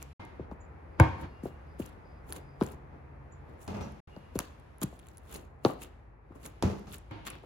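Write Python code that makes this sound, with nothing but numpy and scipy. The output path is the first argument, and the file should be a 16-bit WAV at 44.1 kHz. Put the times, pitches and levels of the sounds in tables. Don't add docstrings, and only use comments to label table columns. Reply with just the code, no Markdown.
import sys
import numpy as np
from scipy import signal
from scipy.fft import rfft, irfft, next_fast_len
from scipy.io import wavfile
from scipy.ndimage import uniform_filter1d

SR = 44100
rng = np.random.default_rng(int(sys.argv[2]) if len(sys.argv) > 2 else 0)


def to_wav(sig):
    pcm = np.clip(np.atleast_2d(sig), -1, 1) * 32767
    pcm = np.round(pcm).astype(np.int16)
    wavfile.write(sys.argv[1], SR, pcm.T)


N = 328545
TIME = np.arange(N) / SR

# t/s, heel thump/dB, thump f/Hz, slap/dB, weight thud re heel/dB, crushed grit/dB
FOOTFALLS = [(0.395, -29, 294, -64, -6, -94), (0.5134, -35.5, 580, -51, 1.5, -78),
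             (1.434, -31, 197, -49, -12, -71), (1.4553, -25.5, 365, -60, -13, -57.5),
             (1.7972, -23.5, 262, -53, -15, -53.5), (2.6112, -23, 680, -30.5, -11, -60.5),
             (2.615, -15.5, 238, -51, -19.5, -71), (2.6266, -35, 410, -50, -10, -66),
             (4.164, -39.5, 500, -44, 2.5, -76), (4.355, -23, 253, -39, -10.5, -55.5),
             (4.394, -35.5, 610, -38, -3.5, -55), (4.817, -29.5, 236, -33.5, -31, -57),
             (4.8225, -35.5, 800, -36, -7, -75), (4.836, -24, 172, -44, -21, -85),
             (4.927, -43.5, 500, -63.5, -9, -71.5), (5.6496, -11.5, 373, -13, -10, -52.5),
             (5.6598, -20.5, 532, -28.5, -16.5, -61), (5.6993, -33.5, 720, -49, -23, -70),
             (6.305, -43.5, 245, -76.5, -1.5, -94), (6.32, -49.5, 750, -76, -1.5, -91),
             (7.436, -42, 436, -55, -9, -77)]


def from_db(db):
    return np.exp(np.asarray(db) * (np.log(10) / 20))


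def rms_one(x):
    return x / np.sqrt(np.mean(x ** 2) + 1e-20)


def in_time(rows):
    times_s, *columns = np.transpose(rows)
    return [np.interp(TIME, times_s, column) for column in columns]


def at_hz(points, hz):
    points_hz, values = np.transpose(points)
    return np.interp(np.log(hz), np.log(points_hz), values)


def band(x, low_hz, high_hz):
    sos = signal.butter(2, [low_hz, min(high_hz, .48 * SR)], "band", fs=SR, output="sos")
    return signal.sosfilt(sos, x + 1e-18)


def pole_pair(hz, width_hz):
    radius = np.exp(-np.pi * width_hz / SR)
    return [1, -2 * radius * np.cos(2 * np.pi * hz / SR), radius * radius]


def resonate(x, hz, width_hz):
    poles = pole_pair(hz, width_hz)
    return signal.lfilter(np.array([1, 0, -1]) * (1 - poles[2]) / 2, poles, x)


def add(track, at_s, db, sound):
    i = max(round(at_s * SR), 0)
    track[..., i:i + sound.shape[-1]] += from_db(db) * sound[..., :N - i]


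def swell(peak_s, rise_s, fall_s):
    return np.exp(-np.minimum(np.maximum((peak_s - TIME) / rise_s, (TIME - peak_s) / fall_s), 40))


def wander(per_s):
    knots = rng.standard_normal(4000)
    return np.interp(TIME * per_s, np.arange(len(knots)), knots)


def colour(source, spectrum):
    # f/Hz, correlation
    likeness = [(60, 0.86), (200, 0.91), (500, 0.08), (1000, 0.017), (3000, 0.063), (6000, 0.073),
                (9000, 1), (15000, 0.36)]
    length = source.shape[-1]
    size = next_fast_len(length)
    hz = np.maximum(np.arange(size // 2 + 1) * SR / size, 1)
    skirts = np.minimum(hz / spectrum[0][0], 1) ** 2 * np.minimum(spectrum[-1][0] / hz, 1) ** 2
    mid, side = rfft(source, size) * from_db(at_hz(spectrum, hz)) * skirts
    alike = np.clip(at_hz(likeness, hz), 0, .99)
    pair = np.sqrt(1 + alike) * mid + np.sqrt(1 - alike) * side * [[1], [-1]]
    return rms_one(irfft(pair, size)[:, :length])


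def noise(spectrum, size=N):
    return colour(rng.standard_normal((2, size)), spectrum)


def grains(per_s, spread_db):
    sizes = from_db(spread_db * np.minimum(rng.standard_exponential(N), 4))
    return (rng.random(N) < per_s / SR) * sizes * np.sign(rng.random((2, N)) - .5)


def thump(hz, rise_cycles, glide):
    age = np.arange(round(.12 * SR)) / SR * hz / rise_cycles
    pitch_hz = hz * (1 + glide * (np.exp(-age) - np.exp(-1.4)))
    return np.sin(2 * np.pi * np.cumsum(pitch_hz) / SR) * (age * np.exp(1 - age)) ** 2


def crack(low_hz, high_hz, decay_s, stereo=.4):
    t = np.arange(round(.02 * SR)) / SR
    mid, side = rng.standard_normal((2, len(t))) * np.exp(-t / decay_s)
    burst = band(mid + stereo * side * np.array([[1], [-1]]), low_hz, high_hz)
    return burst / np.sqrt(np.sum(burst ** 2) / (decay_s * SR)) / 2


def shaken(modes):
    chatter = grains(per_s=1500, spread_db=1) + 1e-18
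    ringing = sum(from_db(db) * resonate(chatter, hz, width_hz) * (-1) ** k
                  for k, (hz, width_hz, db) in enumerate(modes))
    return colour(ringing, [(70, 0), (3000, 0)])


def from_left(x, pan_db, lead_s):
    delayed = np.interp(TIME - lead_s, TIME, x)
    return np.array([x * from_db(pan_db / 2), delayed * from_db(-pan_db / 2)])


def lean_left(x, hz, width_hz, db):
    return x + (from_db([[db / 2], [-db / 2]]) - 1) * resonate(x, hz, width_hz)


def engine():
    # t/s, f/Hz, fundamental/dB, octave/dB
    hum = [(0, 67.83, -55.5, -57.5), (.9, 78.45, -51, -83), (1.9, 71.74, -80, -65),
           (2.5, 67.73, -77, -51.5), (4.0, 68.04, -64, -59.5), (4.08, 53.77, -57.5, -68),
           (7.45, 53.5, -55, -57.5)]
    hz, fundamental_db, octave_db = in_time(hum)
    phase = 2 * np.pi * np.cumsum(hz) / SR + .43 * wander(per_s=2.5)
    return sum(from_db(db + 2.5 * wander(per_s=9)) * np.sin(k * phase)
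               for k, db in [(1, fundamental_db), (2, octave_db)])


def open_air():
    # t/s, rumble/dB, leaves/dB
    levels = [(0, -53, -65), (.5, -48.5, -80), (1.4, -49, -73), (3.2, -50, -79.5), (4.1, -51, -69.5),
              (4.7, -52.5, -73.5), (5.5, -54, -89), (5.85, -53.5, -72.5), (6.2, -56.5, -90),
              (6.45, -53.5, -69.5), (7.45, -55.5, -77)]
    # f/Hz, density/dB
    rumble_spectrum = [(15, -64), (25, -27.5), (35, -15), (58, 0.5), (80, 3), (108, -11), (140, -5.5),
                       (180, -15), (243, -15), (459, -16.5), (631, -19), (831, -17.5), (1440, -24.5),
                       (2000, -27.5), (2600, -35.5), (3200, -58), (5200, -91.5), (8800, -120)]
    leaf_spectrum = [(2500, 7), (3800, -0.5), (7000, -10), (9000, -11.5), (11000, -11), (13000, -18.5),
                     (16000, -27)]
    rumble_db, leaf_db = in_time(levels)
    return from_db(rumble_db) * noise(rumble_spectrum) + from_db(leaf_db) * noise(leaf_spectrum)


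def pebbles(clicks, low_hz, high_hz, q, clump_db, sizes):
    dealt = rng.integers(0, sizes, N)
    return sum(resonate(clicks * (dealt == k) + 1e-18, hz, hz / q) * from_db(clump_db * wander(per_s=86))
               for k, hz in enumerate(np.geomspace(low_hz, high_hz, sizes)))


def jerks(slip):
    return rms_one(from_db(2.2 * slip + 2.2 * wander(per_s=450)))


def grit():
    # peak t/s,
    # grit/dB, rise/s, fall/s, coarse re fine/dB, rubber/dB
    scuffs = [(.026, -56, 0.017, 0.0099, 3, -50), (1.22, -73, .03, 0.018, -14, -64),
              (1.861, -63, 0.017, 0.037, 7, -60), (2.305, -58.5, 0.018, 0.035, -3, -47.5),
              (2.364, -54, 0.011, 0.012, 2, -48), (2.665, -62, 0.033, 0.034, 4, -47.5),
              (2.721, -61, .01, 0.012, -3, -60), (2.948, -99, 0.033, 0.021, 2, -53.5),
              (3.5, -81, 0.035, 0.1, 3, -54.5), (3.618, -60, 0.01, 0.031, -9.5, -74),
              (4.402, -49.5, .002, 0.004, -2.5, -39), (4.43, -69, .02, 0.079, 12, -69.5),
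              (4.833, -38, 0.0046, 0.0024, -7, -37), (5.07, -70.5, 0.12, 0.16, 3, -66.5),
              (5.327, -59, .002, 0.0033, -2, -68), (5.355, -49.5, 0.034, 0.027, 0, -45.5),
              (5.69, -65, 0.02, 0.024, 7.5, -40), (5.824, -51, 0.012, 0.021, 1, -53.5),
              (6.357, -70.5, 0.0051, 0.016, -10.5, -50), (6.458, -52.5, 0.017, 0.018, -3, -47.5),
              (6.94, -49, 0.021, 0.016, -2, -55), (7.253, -48, 0.0011, 0.016, -1.5, -58),
              (7.269, -43.5, 0.0025, 0.012, 14, -48), (7.303, -61, 0.0033, 0.062, 14.5, -53.5)]
    # f/Hz, density/dB
    sand_spectrum = [(2500, -16.5), (5000, -15.5), (7000, -0.5), (8700, -4), (11300, -3.5), (13200, -9),
                     (15500, -4)]
    gravel_spectrum = [(1100, 5.5), (1800, 0.5), (2700, 5), (4000, 0.5), (5500, -6.5), (8000, -15.5)]
    rubber_spectrum = [(150, 1.5), (400, 3), (650, -3.5), (1100, -10), (1900, -20.5)]
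    landings = [(at_s + .0021, db, .0058, .024, -1.5, db + 1.5) for at_s, *_, db in FOOTFALLS]
    fine, coarse, rub = np.zeros((3, N))
    for at_s, db, rise_s, fall_s, coarse_db, rub_db in landings + list(scuffs):
        pressure = from_db(db) * swell(at_s, rise_s, fall_s)
        fine += pressure * from_db(-coarse_db / 2)
        coarse += pressure * from_db(coarse_db / 2)
        rub += from_db(rub_db) * swell(at_s, rise_s, 2 * fall_s)
    slip = wander(per_s=200)
    sand = pebbles(grains(per_s=4000, spread_db=3.8), 4500, 14500, q=4, clump_db=2, sizes=7)
    gravel = pebbles(grains(per_s=4000, spread_db=3), 1100, 5500, q=6, clump_db=4, sizes=8)
    crunch = fine * jerks(slip) * colour(sand, sand_spectrum)
    crunch += coarse * jerks(slip) * colour(gravel, gravel_spectrum)
    return crunch + rub * noise(rubber_spectrum)


def stones():
    # t/s, snap/dB, crunch/dB
    snaps = [(0.027, -23.5, -30), (.251, -40.5, -50), (1.437, -39.5, -59), (1.8615, -33, -43),
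             (1.864, -40, -53), (1.892, -46, -44), (2.297, -41, -50), (2.3048, -43, -56),
             (2.3243, -19.5, -22), (2.3315, -25, -43), (2.363, -31, -35), (2.6254, -42, -22.5),
             (2.6354, -32, -31), (2.665, -30.5, -49), (2.6876, -42, -36.5), (3.616, -44, -56),
             (3.921, -47, -62), (4.356, -46, -48), (4.39, -11, -13), (4.599, -48.5, -53),
             (4.7832, -43.5, -59), (4.816, -23, -31), (4.8329, -15.5, -41), (4.835, -28, -34),
             (4.837, -20, -38), (4.992, -39.5, -41), (4.9965, -42, -40), (5.0693, -45, -43),
             (5.0859, -37, -43), (5.172, -33.5, -44), (5.1812, -34, -48), (5.326, -32, -39),
             (5.343, -24, -43), (5.3484, -29, -32), (5.362, -26, -43), (5.819, -35, -35),
             (5.8259, -43, -47), (5.831, -31.5, -39), (5.8468, -41, -35), (6.448, -37, -48),
             (6.4549, -31, -39), (6.4614, -28.5, -30.5), (6.7945, -43, -41), (6.9308, -35, -42),
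             (6.938, -38, -36), (6.943, -29, -42), (6.9829, -34.5, -50), (7.2687, -25, -34),
             (7.2823, -34, -26), (7.302, -24, -38), (7.3057, -35, -29), (7.3537, -44, -33)]
    mirror_lags_s = .00022 * rng.uniform(.55, 1.4, len(snaps))
    out = np.zeros((2, N))
    for (at_s, snap_db, crunch_db), lag_s in zip(snaps, mirror_lags_s):
        click = from_db(snap_db) * crack(7000, 11500, decay_s=.00056, stereo=.1)
        click += from_db(crunch_db) * crack(1270, 3500, decay_s=.00045, stereo=.45)
        knock = thump(1250 * rng.uniform(.83, 1.36), rise_cycles=1, glide=.45)
        add(out, at_s, -2.5, click)
        add(out, at_s + lag_s, -2.5, .71 * click)
        add(out, at_s, crunch_db - 15.5, knock)
    return out


def ball():
    # t/s, direct/dB, ring/dB, echo/dB, bright echo/dB, echo fall/s
    bounces = [(0.197, -61, -65, -43, -63.5, 0.081), (.999, -6.5, -18.5, -27, -55.5, 0.069),
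               (7.111, -41.5, -47, -44, -57.5, 0.13)]
    # f/Hz, level/dB, t60/s
    modes = [(316.7, -4, 0.26), (539, -7.5, 0.14), (676, -16.5, 0.22), (760, -11, .18), (826, -19.5, 0.26),
             (866, -12.5, .25), (915, -6.5, .3), (983, -18, 0.36), (1082, -17, .5), (1150, -18, 0.24),
             (1276, -23.5, .2), (1610, -12.5, 0.22), (1890, -27.5, .3), (2180, -14, 0.19),
             (2430, -24.5, 0.36), (3260, -32.5, 0.45)]
    # f/Hz, density/dB
    wash_spectrum = [(29, -39), (50, -12), (91, -3), (195, -13.5), (322, -12), (428, -24.5), (941, -17.5),
                     (1200, -23.5), (1700, -28), (2350, -30), (2900, -35.5), (6510, -48.5), (8870, -61.5),
                     (10000, -54.5), (15000, -84.5)]
    bright_spectrum = [(1500, 1.5), (3000, 7), (4600, -2.5), (6000, -30)]
    t = TIME[:SR]
    thuds, out = np.zeros(N), np.zeros((2, N))
    wash, bright = noise(wash_spectrum), noise(bright_spectrum)
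    wash += from_db(-8.5) * shaken([(hz, 28, db) for hz, db, _ in modes])
    for at_s, db, ring_db, echo_db, bright_db, fall_s in bounces:
        add(out, at_s, db - 2.5, crack(1320, 2200, decay_s=.004, stereo=.35))
        add(out, at_s, db - 12.5, crack(3400, 12500, decay_s=.0015, stereo=.13))
        add(thuds, at_s, db - 1.5, thump(927, rise_cycles=1.7, glide=.23))
        add(thuds, at_s + .0012, db - 13.5, thump(641, rise_cycles=1.2, glide=.54))
        add(thuds, at_s + .002, db - 8, thump(255, rise_cycles=1, glide=2.4))
        add(thuds, at_s + .0023, db - .6, thump(102, rise_cycles=1.14, glide=1.61))
        slapback = band(crack(693, 2000, decay_s=.007), 600, 2200)
        add(out, at_s + .038, db - 18, slapback)
        for hz, mode_db, t60_s in modes:
            offset = rng.uniform(0, 2 * np.pi) + rng.normal(0, .97, (2, 1))
            phase = 2 * np.pi * hz * t
            pair = np.sin(phase + offset) + .3 * np.sin(1.0049 * phase + offset)
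            add(out, at_s, ring_db + mode_db - .5, from_db(-60 * t / t60_s) * pair)
        answer = swell(at_s + .0031, rise_s=.0057, fall_s=fall_s)
        answer += from_db(-14.5) * swell(at_s + .242, rise_s=.06, fall_s=.025)
        out += answer * (from_db(echo_db) * wash + from_db(bright_db) * bright)
    return out + from_left(thuds, pan_db=1, lead_s=.00009)


def tones():
    # peak t/s, f/Hz, level/dB, rise/s, fall/s
    notes = [(0.219, 2093, -51, 0.023, 0.072), (1.24, 4360, -71, 0.12, 0.087),
             (1.39, 2800, -66, 0.079, 0.054), (1.51, 2820, -70, 0.027, .08),
             (4.135, 2840, -61.5, 0.023, .04), (4.25, 2840, -74.5, .04, 0.1)]
    out = np.zeros(N)
    for at_s, hz, db, rise_s, fall_s in notes:
        envelope = from_db(db + 2 * wander(per_s=17)) * swell(at_s, rise_s, fall_s)
        out += envelope * np.sin(2 * np.pi * hz * TIME)
    return out


def soles():
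    thumps, slaps = np.zeros(N), np.zeros((2, N))
    for at_s, heel_db, hz, slap_db, weight_db, _ in FOOTFALLS:
        weight_s = at_s + 3.395 / hz
        add(thumps, at_s, heel_db, thump(hz, rise_cycles=1.1, glide=2.05))
        add(thumps, weight_s, heel_db + weight_db, thump(.37 * hz, rise_cycles=.82, glide=1))
        add(slaps, at_s, slap_db, crack(2500, 4800, decay_s=.00057, stereo=.63))
        add(slaps, at_s, slap_db - 1.5, crack(720, 1440, decay_s=.0022))
        shudder = crack(.86 * hz, 1.88 * hz, decay_s=.015, stereo=.17)
        add(slaps, at_s + .002014, heel_db - 7, shudder)
    return from_left(thumps, pan_db=2.2, lead_s=.00008) + slaps


def song_envelope(start_s, period_s, hold_s, growth_db, count):
    onsets_s = start_s + period_s * np.arange(count) - hold_s / 2
    return sum(from_db(k * growth_db) * swell(np.clip(TIME, at_s, at_s + hold_s), .025, .036)
               for k, at_s in enumerate(onsets_s))


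def birds():
    # peak t/s, f/Hz, level/dB, rise/s, fall/s
    chips = [(.606, 7020, -66.5, 0.0022, 0.029), (3.323, 7000, -66, .0042, 0.028),
             (3.827, 5780, -60.5, 0.013, 0.028)]
    drop_hz, drop_s, flutter_hz, song_hz = 150, .0087, 70, 4900
    hiss, flutter, out = rng.standard_normal(N), wander(per_s=180), np.zeros(N)
    for at_s, hz, db, rise_s, fall_s in chips:
        pitch_hz = hz + drop_hz * np.clip((at_s - TIME) / drop_s, 0, 2) + flutter_hz * flutter
        whistle = np.sin(2 * np.pi * np.cumsum(pitch_hz) / SR)
        smear = rms_one(band(hiss, hz - 170, hz + 170))
        out += from_db(db) * swell(at_s, rise_s, fall_s) * (whistle + smear)
    repeats = song_envelope(start_s=1, period_s=.372, hold_s=.11, growth_db=1.2, count=5)
    note = rms_one(band(hiss, song_hz - 150, song_hz + 150))
    return out + from_db(-85 + 2.5 * flutter) * repeats * note


def shake(at_s, attack_s, hold_s, t60_s):
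    onset = np.clip((TIME - at_s) / attack_s + 1, 0, 1)
    return onset * from_db(-60 * np.clip((TIME - at_s - hold_s) / t60_s, 0, 2))


def hoop():
    # t/s, board/dB, rattle/dB, board hold/s, rim/dB, knock/dB, thud/dB
    hits = [(3.68, -37.5, -49.5, 0.049, -47.5, -36.5, -34), (3.744, -46.5, -56, 0.052, -46.5, -60, -48),
            (3.811, -43.5, -53.5, 0.0075, -53, -43, -50), (6.627, -28.5, -40, 0.043, -42, -23.5, -17.5),
            (6.872, -54, -56, .005, -59, -56, -55)]
    # f/Hz, width/Hz, level/dB
    board_modes = [(95, 14.5, 4), (174, 52, -2.5), (204.6, 16.3, 6.5), (285, 25, -6.5), (330, 44, -7.5),
                   (416.7, 27, -3), (500, 124, -13.5), (726, 48, -16.5), (852, 49, -16)]
    rim_modes = [(558, 71, -2.5), (700, 96, -4.5), (867, 61, -0.5), (1175, 51, -5.5), (1330, 60, -8),
                 (1663, 14, -8.5), (2060, 110, -16.5), (2473, 31, -11.5), (2710, 70, -15)]
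    # f/Hz, density/dB
    rattle_spectrum = [(600, 5.5), (1000, 5.5), (2000, -7.5), (4000, -9), (6500, -11), (9000, -20),
                       (15000, -28.5)]
    attack_s = .0025
    board, rim = shaken(board_modes), shaken(rim_modes)
    rattle = colour(grains(per_s=3900, spread_db=1.5), rattle_spectrum)
    out = np.zeros((2, N))
    for at_s, board_db, rattle_db, hold_s, rim_db, knock_db, thud_db in hits:
        add(out, at_s - attack_s, knock_db, crack(500, 6700, decay_s=.0033))
        add(out, at_s - attack_s, knock_db - 2.5, thump(800, rise_cycles=1.44, glide=1.03))
        add(out, at_s + .0063, thud_db, thump(259, rise_cycles=1.06, glide=2.24))
        add(out, at_s + .018, thud_db, thump(96, rise_cycles=.7, glide=.78))
        out += from_db(board_db) * shake(at_s, attack_s, hold_s, t60_s=.56) * board
        metal = from_db(rattle_db) * rattle + from_db(rim_db) * rim
        out += shake(at_s, attack_s, .36 * hold_s, t60_s=.51) * metal
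    return out


def court(x, early_db, early_t60_s, late_db, late_t60_s):
    # f/Hz, density/dB
    spectrum = [(80, -2), (300, 1.5), (1000, 7), (3000, 5), (8000, -4), (15000, -24)]
    t = TIME[:SR]
    arriving = np.clip((t - .008) / .004, 0, 1)
    envelope = sum(from_db(db) * rms_one(arriving * from_db(-60 * t / t60_s))
                   for db, t60_s in [(early_db, early_t60_s), (late_db, late_t60_s)])
    response = noise(spectrum, size=SR) * envelope / np.sqrt(SR)
    return signal.fftconvolve(x, response, axes=1)[:, :N]


def port(x, hz, width_hz):
    poles = pole_pair(hz, width_hz)
    return signal.lfilter(poles[::-1], poles, x)


def scene():
    shoes = lean_left(soles() + grit() + stones(), hz=1150, width_hz=460, db=6.5)
    near = shoes + ball()
    far = hoop() + birds() + tones() + lean_left(engine() + open_air(), hz=480, width_hz=360, db=6)
    return near + court(near, early_db=-21.5, early_t60_s=.36, late_db=-28, late_t60_s=.62) + far


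def record(dry):
    # start/s, end/s
    dropouts = [(.131, .196), (4.003, 4.074)]
    cutoff_hz = 16300
    gate = np.ones(N)
    for start_s, end_s in dropouts:
        gate[(TIME > start_s) & (TIME < end_s)] = from_db(-59)
    left = port(port(dry[0], hz=8500, width_hz=2470), hz=13500, width_hz=830)
    right = port(dry[1], hz=1880, width_hz=460)
    gated = np.array([left, right]) * uniform_filter1d(gate, size=100)
    return signal.sosfilt(signal.ellip(10, .3, 80, cutoff_hz, fs=SR, output="sos"), gated)


dry = scene()
out = record(dry)
to_wav(out)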